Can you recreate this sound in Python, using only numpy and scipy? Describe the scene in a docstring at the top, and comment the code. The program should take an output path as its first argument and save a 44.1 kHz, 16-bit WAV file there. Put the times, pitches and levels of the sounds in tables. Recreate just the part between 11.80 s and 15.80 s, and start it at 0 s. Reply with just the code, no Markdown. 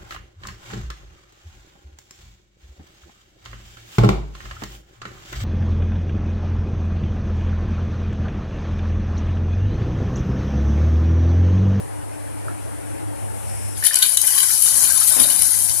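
"""Piston filler in a workshop

A filling machine hums, ticks and leaks a little air. Two nozzles open: slugs of liquid slap into a
container and excite its resonances, then the jets splatter steadily, trapped bubbles ring, and the
piston reverses with a clunk. The microphone's left port resonates in the high treble, its right
port is inverted, and gain control ducks the hum along with everything else when the sound is loud."""
import sys
import numpy as np
from scipy import signal
from scipy.fft import rfft, irfft, next_fast_len
from scipy.io import wavfile
from scipy.ndimage import uniform_filter1d, map_coordinates

SR = 44100
rng = np.random.default_rng(int(sys.argv[2]) if len(sys.argv) > 2 else 0)


def persist_wave(psi):
    """Save psi, clipped to +-1, as 16-bit WAV."""
    counts = np.round(np.clip(psi, -1, 1) * 32767).astype(np.int16)
    wavfile.write(sys.argv[1], SR, np.atleast_2d(counts).T)


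N = 176400

# partials of the motor, casing and drive (frequency [Hz], relative level [dB])
HUM_PARTIALS = [(71, -47.5), (100, -34.5), (139, -54.5), (207, -51)]
BUZZ_PARTIALS = [(279, -50.5), (299.7, -37.5), (323, -42.5)]
WHIRR_PARTIALS = [(549, -47.5), (764, -51.5), (840, -51), (872, -52.5), (905, -55.5)]
# envelopes of those three sets of partials (time [s], gain [dB])
MOTOR_LOAD = [(0, -3), (.8, 0), (1.3, 0), (1.67, 7.5), (1.9, 8), (2.1, 0), (3, 2.5), (4, 5.5)]
BUZZ_GAIN = [(0, -6.5), (.6, -1.5), (1.15, -1), (1.6, -10.5), (4, -2)]
WHIRR_GAIN = [(0, 1.5), (.9, -5), (1.4, 4.5), (1.8, 0), (4, 8)]
# envelopes of the sustained noises (time [s], level [dB])
RUMBLE_LEVEL = [(0, -35), (.6, -34.5), (1.95, -34), (2.15, -36), (2.8, -37.5), (4, -38)]
LEAK_LEVEL = [(0, -53), (.7, -51.5), (1.3, -51), (1.6, -46), (1.95, -43), (4, -38)]
JET_LEVEL = [(1.58, -77.5), (1.7, -47), (1.95, -45), (4, -68)]
SPRAY_LEVEL = [(1.955, -86), (1.975, -36), (2.03, -36), (2.05, -11.5), (2.12, -28.5), (2.19, -22),
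               (2.35, -15.5), (2.362, -30), (2.395, -19), (2.44, -14), (2.55, -14), (2.9, -12),
               (3.42, -13.5), (3.48, -14.5), (3.65, -13.5), (3.9, -16.5), (4, -16)]  # fine spray where the jets land
PATTER_LEVEL = [(2.0, -43.5), (2.05, -26.5), (2.2, -20), (2.33, -27.5), (2.6, -23.5), (2.8, -25),
                (3.25, -23), (3.45, -22.5), (3.7, -25), (4, -34)]  # heavier drops drumming in the container
GURGLE_LEVEL = [(2.3, -65), (2.8, -39), (3.0, -22.5), (3.25, -32), (3.5, -24.5), (3.7, -31), (4, -27.5)]
# spectral shapes of the noise sources (frequency [Hz], relative density [dB])
RUMBLE_SPECTRUM = [(25, -16), (70, 2), (105, 1.5), (175, -11.5), (230, -10), (290, 0), (355, -1.5),
                   (530, -3.5), (860, -9.5), (1100, -16.5), (1600, -17), (2600, -25.5), (3600, -32.5),
                   (7000, -33), (14000, -57)]
LEAK_SPECTRUM = [(2500, 1), (4800, -11.5), (5500, -2.5), (6300, -4.5), (8000, 6), (9000, 4.5), (10000, -4),
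                 (11000, -0.5), (12000, -3), (14000, -9.5)]
TICK_SPECTRUM = [(300, -20), (900, -9), (1300, 6), (1700, 1), (2100, -40), (6000, -35)]
JET_SPECTRUM = [(1200, -8), (2600, 0), (4000, -30), (4800, -5), (5400, 5.5), (6200, -9), (8000, 3.5),
                (14000, -26)]
SLAP_SPECTRUM = [(600, -28), (1500, -5.5), (2800, -1.5), (3800, 6), (5500, -9.5)]  # how a slug drives the container
SPRAY_SPECTRUM = [(200, -29), (1500, -27.5), (3400, -17), (4000, -9), (5300, -4.5), (6300, 0), (8500, 2.5),
                  (10000, 0), (12000, 0), (14000, -3.5)]
GURGLE_SPECTRUM = [(25, -29), (70, 6), (140, -3.5), (180, -5), (250, -1.5), (400, -14.5), (700, -4.5),
                   (1000, -11.5), (2000, -28.5)]
CLUNK_SPECTRUM = [(40, -12), (130, -24), (245, 7.5), (370, -6.5), (560, -2.5), (900, -15), (1600, -14.5),
                  (3500, -28), (9000, -53)]
# slugs of liquid landing (time [s], duration [s], spray level [dB], container level [dB])
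SLAPS = [(1.883, 0.0081, -41, -53), (1.969, 0.0031, -34, -40), (2.038, 0.0024, -14, -21.5),
         (2.053, 0.0033, -25, -14), (2.063, 0.0078, -7, -13.5), (2.082, 0.0016, -27, -9),
         (2.132, 0.0015, -5.5, -32), (2.141, 0.0038, -3.5, -20), (2.155, 0.0047, 2, -12),
         (2.167, .006, -23, -14.5), (2.186, 0.0048, -6, -23), (2.221, 0.011, -7.5, -10.5),
         (2.37, 0.0036, -3, -18), (2.413, 0.005, -5, -29), (2.464, 0.015, -11.5, -23.5),
         (2.574, 0.013, -18, -13), (2.602, 0.0015, -6, -5.5), (2.628, 0.0068, -10, -13.5),
         (2.819, 0.0059, -7, -34), (2.861, 0.0029, -25, -13.5), (3.05, 0.0058, -13, -17),
         (3.268, 0.04, -11, -26.5), (3.396, 0.005, -3, -14), (3.431, 0.012, -13, -14.5),
         (3.501, 0.0031, -8, -13.5), (3.616, 0.011, -8.5, -21), (3.801, .002, -11, -23),
         (3.848, 0.0011, -12, -45), (3.887, 0.011, -11, -25.5)]
# container resonances (frequency [Hz], bandwidth [Hz], gain [dB], left over right [dB])
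CONTAINER_MODES = [(670, 1190, -0.5, -3.5), (1067, 64, 1, 0.5), (1508, 70, 5, 1), (1615, 135, -2, -4),
                   (1950, 126, -4, 5), (2370, 165, -2, 1), (2975, 106, 5, -2.5), (3157, 48, 2.5, -3),
                   (3677, 107, 2.5, 5.5), (3980, 130, 2.5, 3), (4395, 160, 1, -1), (4610, 144, -5.5, 20),
                   (5330, 120, -3, -14)]
# container antiresonances (frequency [Hz], bandwidth [Hz])
CONTAINER_NULLS = [(2690, 115), (3450, 120)]
# loud, distinct bubble plinks (time [s], starting frequency [Hz], level [dB])
LOUD_BUBBLES = [(2.025, 1700, -12.5), (2.045, 1780, -15), (2.109, 1710, -7.5), (2.223, 3160, 0),
                (2.231, 3850, -0.5), (2.375, 3660, -1), (3.07, 1540, -23), (3.213, 1220, -13.5)]
# valve impacts as the piston reverses (time [s], level [dB])
CLUNKS = [(3.363, -9), (3.386, -16), (3.408, -12)]
# likeness of the left and right noise (frequency [Hz], correlation [-1..1])
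CORRELATION = [(100, 0.93), (400, 0.97), (850, 0.55), (1150, 0.35), (1700, -0.15), (3000, -0.015)]
# responses of the microphone ports (frequency [Hz], gain [dB])
LEFT_PORT = [(150, 2), (400, -1.5), (950, 4), (1500, 1), (3000, 2.5), (4000, 3.5), (6000, 3), (8000, 4.5),
             (9000, 10), (9600, 16), (10050, 21), (10500, 16), (11200, 11), (14000, 5.5)]
RIGHT_PORT = [(150, 2.5), (400, -4.5), (950, -1), (1500, 1.5), (3000, 3.5), (4000, 2), (6000, 2),
              (8600, -2), (10000, -3.5), (14000, -8)]

TOP_HZ = 14300  # upper band limit


def amp(db):
    """Amplitude ratio: a factor of ten per 20 dB."""
    return 10 ** (np.asarray(db) / 20)


def unit(x):
    """Normalisation to rms 1."""
    return x / np.sqrt(np.mean(x ** 2) + 1e-20)


def along(points, hz):
    """Interpolation of (frequency [Hz], value) points on a logarithmic axis."""
    knots_hz, values = np.transpose(points)
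    return np.interp(np.log(hz + 1), np.log(knots_hz + 1), values)


def clock():
    """Uniform sampling: the time of each sample in seconds."""
    return np.arange(N) / SR


def level(points):
    """Amplitude envelope from (time [s], level [dB]) points; silent until 50 ms before the first."""
    times, db = np.transpose(points)
    return amp(np.interp(clock(), times, db)) * (clock() >= times[0] - .05)


def wobble(rate):
    """Smooth random modulation: a spline through rate Gaussian knots a second."""
    return map_coordinates(rng.standard_normal(4096), [clock() * rate], mode="wrap")


def pan(db):
    """Interchannel level difference: gains that favour the left by db."""
    return amp([[db / 2], [-db / 2]])


def filtered(x, response):
    """Linear filtering: the spectrum of x times a complex frequency response."""
    size = next_fast_len(N + SR // 2)
    return irfft(rfft(x, size) * response(np.fft.rfftfreq(size, 1 / SR)), size)[..., :N]


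def colour(points):
    """Minimum-phase response for (frequency [Hz], gain [dB]) points, by folding the cepstrum."""
    def response(hz):
        cepstrum = irfft(np.log(amp(along(points, hz))))
        half = len(cepstrum) // 2
        fold = np.r_[1, np.full(half - 1, 2), 1, np.zeros(half - 1)]
        return np.exp(rfft(cepstrum * fold))
    return response


def excite(envelope, response):
    """Source and filter: partly correlated stereo noise, enveloped, drives a unit-power response."""
    def mid_side(hz):
        angle = np.arccos(np.clip(along(CORRELATION, hz), -.995, .995)) / 2
        return np.array([np.cos(angle), np.sin(angle)])

    def normalised(hz):
        gain = response(hz)
        return gain / np.sqrt(np.mean(abs(gain) ** 2))
    mid, side = filtered(envelope * rng.standard_normal((2, N)), mid_side)
    return filtered(np.array([mid + side, mid - side]), normalised)


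def burst(start, hold, rise, t60):
    """Transient envelope: an attack, then exponential decay after the hold; times in seconds."""
    age = np.maximum(clock() - start, 0)
    return (1 - np.exp(-age / rise)) * amp(-60 * np.maximum(age - hold, 0) / t60)


def smooth(x, seconds):
    """Exponential averaging by a one-pole lag."""
    pole = np.exp(-1 / (seconds * SR))
    return signal.lfilter([1 - pole], [1, -pole], x)


def churn(x, depth_db, patch):
    """Spectral modulation favours now one pitch, now another, in patches of (bands, frames)."""
    spectra = signal.stft(x, nperseg=512)[2]
    field = rng.standard_normal(spectra.shape[1:])
    field = uniform_filter1d(uniform_filter1d(field, patch[0], 0), patch[1], 1)
    return signal.istft(spectra * unit(amp(depth_db * unit(field))), nperseg=512)[1][:, :N]


def tones(partials, flutter_db):
    """Superposition of sinusoids, each slightly unsteady in amplitude and phase."""
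    out = np.zeros(N)
    for hz, db in partials:
        peak = np.sqrt(2) * amp(db + flutter_db * wobble(16))
        out += peak * np.sin(2 * np.pi * hz * clock() + 0.12 * wobble(8.57) + 2 * np.pi * rng.random())
    return out


def machine():
    """Forced vibration: mains hum swells with motor load over casing buzz, drive whirr and rumble."""
    hum = level(MOTOR_LOAD) * tones(HUM_PARTIALS, flutter_db=3.0)
    buzz = level(BUZZ_GAIN) * tones(BUZZ_PARTIALS, flutter_db=4.6)
    whirr = level(WHIRR_GAIN) * tones(WHIRR_PARTIALS, flutter_db=2.0)
    rumble = excite(level(RUMBLE_LEVEL) * amp(0.16 * wobble(13.45)), colour(RUMBLE_SPECTRUM))
    return (hum + buzz + whirr) * pan(1.0) + churn(rumble, depth_db=2.5, patch=(2, 8))


def air_leak():
    """Turbulence in escaping air radiates a growing hiss, stronger on the left."""
    return excite(level(LEAK_LEVEL) * amp(0.4 * wobble(9.3)), colour(LEAK_SPECTRUM)) * pan(7)


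def linkage_tick(start_s=.6815, db=-26):
    """Impulsive excitation: a light tick of the linkage with a faint, slower decay."""
    strike = burst(start_s, hold=.002, rise=0.00037, t60=0.011)
    tail = amp(-13) * burst(start_s, hold=0, rise=0.0052, t60=0.31)
    return excite(amp(db) * (strike + tail), colour(TICK_SPECTRUM))


def jets():
    """Flow noise: liquid hisses out of the nozzles."""
    return excite(level(JET_LEVEL), colour(JET_SPECTRUM))


def drops(per_s, scatter_db, life_s, clump_db, clump_rate):
    """Shot noise: the rms-1 envelope of many tiny impacts of random size, swelling in clumps."""
    hits = (rng.random(N) < per_s / SR) * amp(scatter_db * np.minimum(rng.standard_normal(N), 2))
    energy = abs(smooth(hits ** 2, life_s))
    return unit(np.sqrt(energy) * amp(clump_db * wobble(clump_rate)))


def resonance(hz, centre, width):
    """Band-pass response of a damped oscillator, unity at its centre frequency."""
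    return 1j * hz * width / (centre ** 2 - hz ** 2 + 1j * hz * width)


def container(hz):
    """Modal superposition: the resonances of the vessel being filled, as each side hears them."""
    return sum(pan(left_db) * amp(db) * resonance(hz, centre, width)
               for centre, width, db, left_db in CONTAINER_MODES)


def container_nulls(hz, depth_db=-6):
    """Destructive interference: narrow dips where the container's reflections cancel."""
    dips = [1 - (1 - amp(depth_db)) * resonance(hz, centre, width) for centre, width in CONTAINER_NULLS]
    return np.prod(dips, axis=0)


def splatter():
    """Impact noise: slugs and drops throw spray and ring the container; the moving surface tints both."""
    crackle = drops(per_s=2200, scatter_db=1.5, life_s=0.00051, clump_db=1.5, clump_rate=430)
    slap_spray, slap_body = np.zeros((2, N))
    for start, hold, spray_db, body_db in SLAPS:
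        slap = crackle * burst(start, hold, rise=0.0019, t60=0.015)
        slap_spray += amp(spray_db) * slap
        slap_body += amp(body_db) * slap
    fine = drops(per_s=5500, scatter_db=2.0, life_s=0.00049, clump_db=0.36, clump_rate=330)
    fine *= level(SPRAY_LEVEL) * amp(0.48 * wobble(21.57))
    heavy = drops(per_s=2300, scatter_db=4.5, life_s=0.00069, clump_db=1.5, clump_rate=29)
    spray = excite(np.hypot(fine, slap_spray), colour(SPRAY_SPECTRUM))  # incoherent powers add
    spray = churn(spray, depth_db=2.4, patch=(14, 3))
    patter = excite(level(PATTER_LEVEL) * heavy, container)
    slugs = excite(slap_body, lambda hz: container(hz) * colour(SLAP_SPECTRUM)(hz))
    return spray + churn(patter + slugs, depth_db=5.0, patch=(4, 4))


def droplets(count, centre_hz=5930, t60_cycles=33):
    """Damped sinusoids: single droplets tick out of the spray, each with its own pitch, size and side."""
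    when, size, side, phase = rng.random((count, 4)).T[:, :, None]
    hz = np.minimum(centre_hz * np.exp(0.38 * rng.standard_normal((count, 1))), TOP_HZ)
    first = SPRAY_LEVEL[0][0] * SR
    start = (first + when * (N - 1 - first)).astype(int)
    steps = np.arange(SR // 100)
    cycles = hz * steps / SR
    db = -6.5 + 3 * np.minimum(-np.log(1 - size), 3)  # relative to the spray
    envelope = level(SPRAY_LEVEL)[start] * amp(db - 60 * cycles / t60_cycles) * (1 - np.exp(-cycles))
    ticks = envelope * np.sin(2 * np.pi * (cycles + phase))
    return np.array([np.bincount((start + steps).ravel(), (np.sqrt(share) * ticks).ravel(), N)[:N]
                     for share in (side, 1 - side)])


def bubbles(count, from_s=2.35, to_s=3.7, centre_hz=1254, t60_cycles=55.4, pitch_rise=0.38):
    """Bubble resonance: a few loud plinks and many faint, lower ones ring unevenly, rising in pitch."""
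    faint = [(from_s + when * (to_s - from_s), centre_hz * np.exp(0.433 * (2 * pitch - 1)),
              -33 + 10 * strength) for when, pitch, strength in rng.random((count, 3))]
    out = np.zeros((2, N + SR))
    t = np.arange(SR // 10) / SR
    for start, hz, db in list(LOUD_BUBBLES) + faint:
        cycles = hz * t
        age = cycles / t60_cycles
        # the phase takes a random walk of 0.36 rad per cycle
        waver = 0.36 * np.sqrt(hz / SR) * np.cumsum(rng.standard_normal((2, len(t))), axis=1)
        phase = 2 * np.pi * (cycles * (1 + pitch_rise * age / 2) + rng.random((2, 1))) + waver
        envelope = amp(db - 60 * age) * (1 - np.exp(-cycles / 1.4))
        out[:, round(start * SR):][:, :len(t)] += envelope * np.sin(phase)
    return out[:, :N]


def gurgle():
    """Modulated low-frequency noise, probably liquid pushed through the cylinder and hoses."""
    flow = excite(level(GURGLE_LEVEL) * amp(1.4 * wobble(9.9)), colour(GURGLE_SPECTRUM))
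    return churn(flow, depth_db=2, patch=(2, 6))


def valve_clunk():
    """Impact and free decay: the valve rattles as the piston reverses, and the cabinet booms."""
    rattle = sum(amp(db) * burst(start, hold=0.0031, rise=0.0013, t60=0.055) for start, db in CLUNKS)
    first_s, first_db = CLUNKS[0]
    boom = amp(first_db - 1) * burst(first_s, hold=0, rise=0.0095, t60=0.5)
    return excite(np.hypot(rattle, boom), colour(CLUNK_SPECTRUM))


def workshop(x, segments=16, t60_s=0.27):
    """Diffuse reverberation from the walls: each segment of x meets its own decaying noise tail."""
    t = np.arange(SR // 2) / SR
    out = np.zeros((2, N + len(t)))
    for part in np.array_split(np.arange(N), segments):
        tail = rng.standard_normal((2, len(t))) * amp(-60 * t / t60_s) * (1 - np.exp(-t / 0.0013))
        echo = signal.fftconvolve(x[:, part], tail / np.linalg.norm(tail[0]), axes=1)
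        out[:, part[0]:][:, :echo.shape[1]] += echo
    return out[:, :N]


def scene():
    """Superposition of machine and liquid; only the poured liquid reverberates."""
    liquid = filtered(splatter() + jets() + droplets(count=420) + bubbles(count=70), container_nulls)
    filler = machine() + air_leak() + linkage_tick() + valve_clunk() + gurgle()
    return filler + liquid + amp(-4.5) * workshop(liquid)


def record(dry, threshold_db=-26.5, max_cut_db=10, reaction_s=0.047):
    """Transduction: port responses with the right inverted, gain control, clipping and a band limit."""
    ports = filtered(dry, lambda hz: np.array([colour(LEFT_PORT)(hz), -colour(RIGHT_PORT)(hz)]))
    power = abs(smooth(np.mean(ports ** 2, axis=0), reaction_s))
    excess_db = 10 * np.log10(power + 1e-12) - threshold_db
    duck_db = smooth(np.clip(excess_db, 0, max_cut_db), reaction_s / 2)
    clipped = np.clip(ports * amp(-duck_db), -1, 1)
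    return filtered(clipped, lambda hz: hz < TOP_HZ)


dry = scene()
out = record(dry)
persist_wave(out)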